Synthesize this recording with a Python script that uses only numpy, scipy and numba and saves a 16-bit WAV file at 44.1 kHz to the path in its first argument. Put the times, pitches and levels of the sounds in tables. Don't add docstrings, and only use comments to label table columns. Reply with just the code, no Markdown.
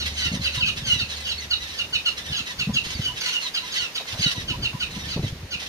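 import sys
import numpy as np
from scipy import signal
from scipy.io import wavfile
from scipy.ndimage import uniform_filter1d, map_coordinates
from numba import njit

SR = 44100
rng = np.random.default_rng(int(sys.argv[2]) if len(sys.argv) > 2 else 0)


def transcribe(u):
    v = np.clip(np.atleast_2d(u).T, -1, 1)
    q = np.round(v * 32767).astype(np.int16)
    wavfile.write(sys.argv[1], SR, q)


N = 250618
T = np.arange(N) / SR
SIDE = np.array([[1], [-1]])


def undb(db):
    return 10 ** (np.asarray(db) / 20)


def unit(x):
    return x / np.sqrt(np.mean(x ** 2))


@njit
def svf(x, hz, width):
    y, mid, low = np.empty(len(x)), 0., 0.
    for i in range(len(x)):
        g, damping = np.tan(np.pi * hz[i] / SR), width[i] / hz[i]
        v = (mid + g * (x[i] - low)) / (1 + g * (g + damping))
        mid, low, y[i] = 2 * v - mid, low + 2 * g * v, damping * v
    return y


def band(x, hz, width, passes=1):
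    for _ in range(passes):
        x = svf(x, hz + 0 * T, width + 0 * T)
    return x


def walk(rate):
    hold = max(int(SR / rate), 1)
    steps = np.repeat(rng.standard_normal(N // hold + 1), hold)
    return unit(uniform_filter1d(uniform_filter1d(steps, hold), hold)[:N])


def swell(start, length, rise, fall):
    attack = np.clip((T - start) / rise + 1, 0, 1) ** 2
    return attack * np.exp(-np.clip(T - start - length, 0, None) / fall)


def bush():
    # frequency in Hz, relative spectral density in dB.
    spectrum = [(88, -33), (150, -6.5), (371, -14), (433, -5.5), (556, -16.5), (1010, -13.5), (1160, -23.5),
                (2360, -9.5), (2550, -19.5), (2970, -11), (15000, -32.5)]
    # time in seconds, gain of the treble rustle in dB.
    leaves = [(0, -1.5), (4.2, 1), (4.7, -0.5), (5.3, -1.5), (5.4, -4), (5.68, -2)]
    freqs, density_db = np.transpose(spectrum)
    rustle_db = np.interp(T, *np.transpose(leaves))
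    out = 0
    for hz in 170 * 2 ** np.arange(0, 6.6, .5):
        mid, side = (band(rng.standard_normal(N), hz, hz / 3) for _ in range(2))
        db = np.interp(np.log(hz), np.log(freqs), density_db) + walk(8.7)
        db += min(hz / 2560, 1) * rustle_db
        out += undb(db) * (mid + min(hz / 1500, 1) * side * SIDE)
    return undb(-41) * unit(out)


def engine():
    # time in seconds, relative level in dB.
    fade = [(0, -49), (1.2, -56), (2.2, -71), (2.8, -79), (5.68, -63.5)]
    # frequency in Hz, relative level in dB.
    firing_tones = [(74, 4), (220, -8), (542, -12)]
    crank_time = np.cumsum(1 + .012 * walk(5)) / SR
    tones = sum(undb(db + 2.5 * walk(9)) * np.sin(2 * np.pi * hz * crank_time)
                for hz, db in firing_tones)
    return 3.8 * undb(np.interp(T, *np.transpose(fade))) * tones


def wind():
    # start in seconds, length in seconds, level in dB.
    buffets = [(0.256, 0.028, -29), (0.317, 0.057, -26), (0.396, 0.018, -27), (0.573, 0.016, -27.5),
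               (0.618, 0.029, -30), (0.645, 0.084, -36.5), (0.823, 0.012, -25), (0.861, 0.037, -31.5),
               (0.927, 0.04, -30.5), (1.015, 0.03, -33), (2.3, 0.025, -30.5), (2.403, 0.01, -30),
               (2.583, 0.05, -36.5), (2.672, 0.036, -22.5), (2.722, 0.047, -31), (2.86, 0.0069, -25.5),
               (2.952, 0.019, -29), (2.993, 0.01, -22), (4.131, 0.028, -33.5), (4.191, 0.02, -27.5),
               (4.262, 0.014, -23.5), (4.377, 0.0084, -26), (4.498, 0.032, -25.5), (4.74, 0.014, -27),
               (4.966, 0.014, -27), (5.164, 0.017, -21), (5.194, 0.035, -24.5), (5.234, 0.015, -20),
               (5.259, 0.022, -27.5), (5.326, 0.012, -28), (5.549, 0.01, -32)]
    # time in seconds, level of the rumble in dB.
    rumble_levels = [(0.0, -39.5), (0.2, -42.5), (1.45, -48), (2.75, -46), (2.91, -38), (3.07, -41.5),
                     (3.34, -57.5), (4.05, -50), (4.45, -37), (4.93, -42.5), (5.33, -37), (5.52, -52)]
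    hz, level = np.full(N, 100.), np.zeros(N)
    for start, length, db in buffets:
        hz[T > start - .01] = 108.5 * np.exp(.035 * (db + 33))
        level += undb(db) * swell(start, length, rise=.0034, fall=.0041)
    eddies = rng.standard_normal(N) * undb(6.6 * walk(60))
    tuned = band(band(eddies, hz, 1.45 * hz), hz, 1.22 * hz)
    thumps = unit(band(tuned, 51, 128))
    thumps /= np.sqrt(uniform_filter1d(thumps ** 2, 1100) + .04)
    slaps = undb(8) * unit(band(eddies, 342, 380, passes=3))
    blows = level * thumps + level ** 2 * slaps
    flow = rng.standard_normal(N) * undb(4.1 * walk(25.066))
    rumble = unit(band(band(flow, 71, 115), 86, 148))
    pressure = blows + undb(np.interp(T, *np.transpose(rumble_levels))) * rumble
    return pressure * (1 + .04 * walk(40) * SIDE)


def grass():
    # start in seconds, length in seconds, level in dB.
    rustles = [(3.998, 0.02, -41.5), (4.052, 0.0052, -41), (4.133, 0.048, -43), (4.73, 0.0088, -46),
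               (5.621, 0.012, -37)]
    level = sum(undb(db) * swell(start, length, rise=.0015, fall=.0061) for start, length, db in rustles)
    stalks = rng.standard_normal((2, N)) * undb(3 * walk(150))
    mid, side = (unit(band(noise, 680, 550)) for noise in stalks)
    return level * (mid + .12 * side * SIDE)


def scrub(x, direct_db, cluster_db, cluster_s, left_lag_s, coherence):
    t = T[:SR // 2]
    shared, own = rng.standard_normal((2, len(t))) / np.sqrt(SR) * np.clip(t / .0023, 0, 1)
    response = np.array([shared, coherence * shared + np.sqrt(1 - coherence ** 2) * own])
    cluster = np.outer(undb(cluster_db), np.exp(-(t / cluster_s) ** 4)) / np.sqrt(cluster_s)
    slopes_db, slopes_s = -17, .12
    response *= cluster + undb(slopes_db) * np.exp(-t / slopes_s) / np.sqrt(slopes_s)
    response[:, 0] += undb(direct_db)
    delay = np.sinc(np.arange(32) - 8 - left_lag_s * SR)
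    response[0] = np.convolve(response[0], delay)[8:len(t) + 8]
    return signal.fftconvolve(x[None], response, axes=1)[:, :N]


def rocks(x):
    # delay in seconds, offset of the left delay in seconds, left and right gains in dB.
    faces = [(0.018, -0.0056, -9.5, -3.5), (0.037, 0.002026, -20, -16)]
    reflected = band(x, 2850, 750, passes=2)
    late = lambda seconds: map_coordinates(reflected, [(T - seconds) * SR])
    return sum(np.array([undb(left) * late(delay + lag), undb(right) * late(delay)])
               for delay, lag, left, right in faces)


def far_bird():
    # start in seconds, relative level in dB.
    pips = [(0.346, -39), (0.575, -32), (2.491, -35), (2.69, -34.5), (2.89, -37.5), (3.083, -35),
            (3.264, -35), (3.446, -34), (3.622, -35), (3.982, -42), (4.338, -34), (4.514, -33),
            (4.735, -30), (4.946, -30)]
    out = np.zeros(N)
    for start, db in pips:
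        t = np.clip(T - start, -.05, .1)
        cycles = 986 * (1.03 * t - .69 * t ** 2)
        out += undb(db) * swell(start, .029, rise=.0046, fall=.0015) * np.sin(2 * np.pi * cycles)
    return .36 * out * undb(5 * walk(160))


def voice(notes, partials, waver, rattle_db, swoop, swoop_s, voiced_s, hook, release_s):
    # centre in Hz, width in Hz, added path's gain in dB.
    throat = [(2850, 450, 8.5), (3790, 260, 3), (4480, 260, 1.5), (6480, 800, 0)]
    # centre in Hz, width in Hz, relative level in dB.
    beak = [(2250, 3860, 10.5), (3240, 3030, 18.5), (5160, 1600, 3.5), (6220, 490, -2.5), (8790, 380, 2.5),
            (10900, 1700, 0)]
    hz = np.full(N, 1500.)
    level, second_db, third_db, voiced, breath_db = np.zeros((5, N))
    for start, length, pitch, drop, db, second, third, airy, rise in notes:
        on = T > start - rise
        age = T[on] - start
        along = np.clip(age / length, -.12, 1.25)
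        above = swoop * np.exp(-(age + rise) / swoop_s)
        end_dive = hook * np.clip(along - .8, 0, 1) ** 2
        hz[on] = pitch * (1 + above + drop * (.5 - along - end_dive))
        voiced[on] = np.exp(-np.clip(age, 0, None) / voiced_s)
        second_db[on], third_db[on], breath_db[on] = second, third, airy
        level += undb(db) * swell(start, length, rise, release_s)
    phase = 2 * np.pi * np.cumsum(hz * (1 + waver * walk(200))) / SR
    tone = np.zeros(N)
    for k, db in enumerate(partials, 1):
        partial_db = db + rattle_db * walk(110) + (k == 2) * second_db + (k == 3) * third_db
        tone += np.sqrt(2) * undb(partial_db) * np.sin(k * phase)
    tone += sum(undb(db) * band(tone, centre, width) for centre, width, db in throat)
    air = rng.standard_normal(N) * undb(3.9 * walk(90))
    breath = unit(sum(undb(db) * unit(band(air, centre, width, passes=2)) for centre, width, db in beak))
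    return level * (voiced * tone + undb(breath_db) * breath)


def answering_bird():
    # start in seconds, length in seconds, pitch in Hz, level in dB, breath gain in dB.
    answers = [(0.046, 0.065, 1950, -38, 8), (0.137, 0.048, 1984, -35.5, 4), (0.191, 0.1, 1928, -31.5, 2),
               (0.325, 0.045, 1980, -37, 6.5), (0.41, 0.074, 1990, -39, 8), (0.528, 0.061, 1940, -36.5, 8),
               (0.763, 0.053, 1937, -37.5, 4), (0.868, 0.13, 2010, -29.5, -3.5),
               (1.094, 0.042, 1953, -33.5, 2), (1.166, 0.11, 1946, -40.5, 6.5),
               (1.383, 0.059, 1977, -36, 2.5), (1.607, 0.087, 1860, -36.5, 2.5),
               (1.713, 0.087, 1785, -40, 1), (2.173, 0.045, 1903, -36.5, 3.5),
               (2.25, 0.092, 1782, -37.5, 3.5), (2.465, 0.057, 1867, -37, 3.5),
               (2.849, 0.087, 2033, -36.5, 6.5), (2.962, 0.06, 2047, -38.5, 4),
               (3.165, 0.027, 1793, -38, 5), (3.238, 0.057, 2043, -31.5, -0.5),
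               (3.311, 0.039, 1948, -40, 6.5), (3.411, 0.072, 2040, -35, 5), (3.626, 0.086, 1953, -38, 2.5),
               (3.746, 0.039, 1960, -30, 2), (3.801, 0.053, 1940, -33, -1), (4.076, 0.049, 1900, -35, 2.5),
               (4.167, 0.045, 1845, -41, 11), (4.221, 0.096, 1938, -29, 2), (4.359, 0.056, 1895, -37.5, 4),
               (4.912, 0.067, 1920, -42, 7.5), (4.991, 0.072, 1836, -38.5, 0),
               (5.084, 0.055, 2044, -40, 7.5), (5.231, 0.059, 1856, -41.5, 4), (5.6, 0.066, 1893, -41, 9.5)]
    partials = [-8, -6, -11.5, -18.5]
    drop, rise_s = .1, .02
    notes = [(start, length, hz, drop, db, 0, 0, airy, rise_s) for start, length, hz, db, airy in answers]
    return voice(notes, partials, waver=.021, rattle_db=4.5, swoop=.11, swoop_s=.014,
                 voiced_s=.31, hook=.55, release_s=.011)


def near_bird():
    # start in seconds, pitch in Hz, level in dB, gain of the second harmonic in dB.
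    chirps = [(0.0, 1401, -26, -4.5), (0.445, 1434, -22.5, 1.5), (0.61, 1403, -24, 3.5),
              (0.664, 1415, -22.5, 3.5), (0.996, 1415, -24.5, 2), (1.253, 1435, -31.5, 7),
              (1.294, 1452, -24.5, -2), (1.513, 1400, -24.5, 1), (1.788, 1383, -25, 2),
              (1.937, 1382, -23, 3.5), (2.062, 1396, -24, 3.5), (2.331, 1370, -30, 3.5),
              (2.37, 1472, -24, -2), (2.596, 1382, -24.5, 0.5), (2.746, 1493, -23, 7),
              (3.551, 1462, -22, -3), (3.725, 1527, -27.5, -1), (3.78, 1411, -27, 10),
              (3.956, 1428, -25.5, -4.5), (4.487, 1392, -24.5, 1), (4.633, 1428, -24.5, 2.5),
              (4.808, 1410, -25.5, 0), (5.077, 1520, -37, 7), (5.115, 1418, -29.5, -1.5),
              (5.519, 1366, -24.5, 2.5)]
    # start in seconds, pitch in Hz, level in dB, gains of harmonics two and three in dB.
    held = [(0.178, 1495, -25.5, -4, -4), (0.226, 1436, -22.5, 2.5, -8), (0.532, 1440, -29.5, -6, -4),
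            (0.85, 1531, -25, 2.5, -5), (0.885, 1479, -22.5, -3.5, -7.5), (0.924, 1396, -32.5, 3.5, -10),
            (3.02, 1470, -29.5, 2.5, -16), (3.051, 1501, -25.5, -1.5, -6.5), (3.212, 1517, -23, -24, -3.5),
            (3.261, 1410, -23, -7, -8), (3.33, 1451, -23, -2, -10), (3.815, 1389, -25, -2, -8),
            (4.197, 1551, -28.5, -5, -1), (4.248, 1420, -24, -1.5, -1.5)]
    partials = [-16.5, -9, -7, -18, -25, -27, -28]
    chirp_s, chirp_drop, chirp_rise_s = .028, .19, .02
    held_s, held_drop, held_rise_s = .037, .055, .024
    breath_db = -5.5
    notes = [(start, chirp_s, hz, chirp_drop, db, second, 0, breath_db, chirp_rise_s)
             for start, hz, db, second in chirps]
    notes += [(start, held_s, hz, held_drop, db, second, third, breath_db, held_rise_s)
              for start, hz, db, second, third in held]
    return voice(sorted(notes), partials, waver=.017, rattle_db=3.8, swoop=.016, swoop_s=.006,
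                 voiced_s=.18, hook=.1, release_s=.007)


def scene():
    # left gain in dB, right gain in dB.
    near_path = (-5, -5), (-9, -8)
    near, answer = near_bird(), answering_bird()
    birds = rocks(near) + scrub(near, *near_path, cluster_s=.054, left_lag_s=.00015, coherence=.14)
    birds += scrub(answer, (-6, -5), (-5, -3), cluster_s=.025, left_lag_s=.00021, coherence=.027)
    birds += scrub(far_bird(), (-3, -6), (-2, -1), cluster_s=.018, left_lag_s=.00024, coherence=.29)
    return birds + wind() + engine() + bush() + grass()


def record(dry):
    # centre in Hz, width in Hz.
    gaps = [(7700, 760), (9650, 1040)]
    presence = np.array([band(mic, 5000, 3000) + band(mic, 1250, 900, passes=2) for mic in dry])
    heard = dry - .19 * SIDE * presence
    for hz, width in gaps:
        for _ in range(2):
            heard -= np.array([band(channel, hz, width) for channel in heard])
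    top_cut = signal.ellip(12, .2, 80, 15250, fs=SR, output="sos")
    return signal.sosfilt(top_cut, heard)


dry = scene()
out = record(dry)
transcribe(out)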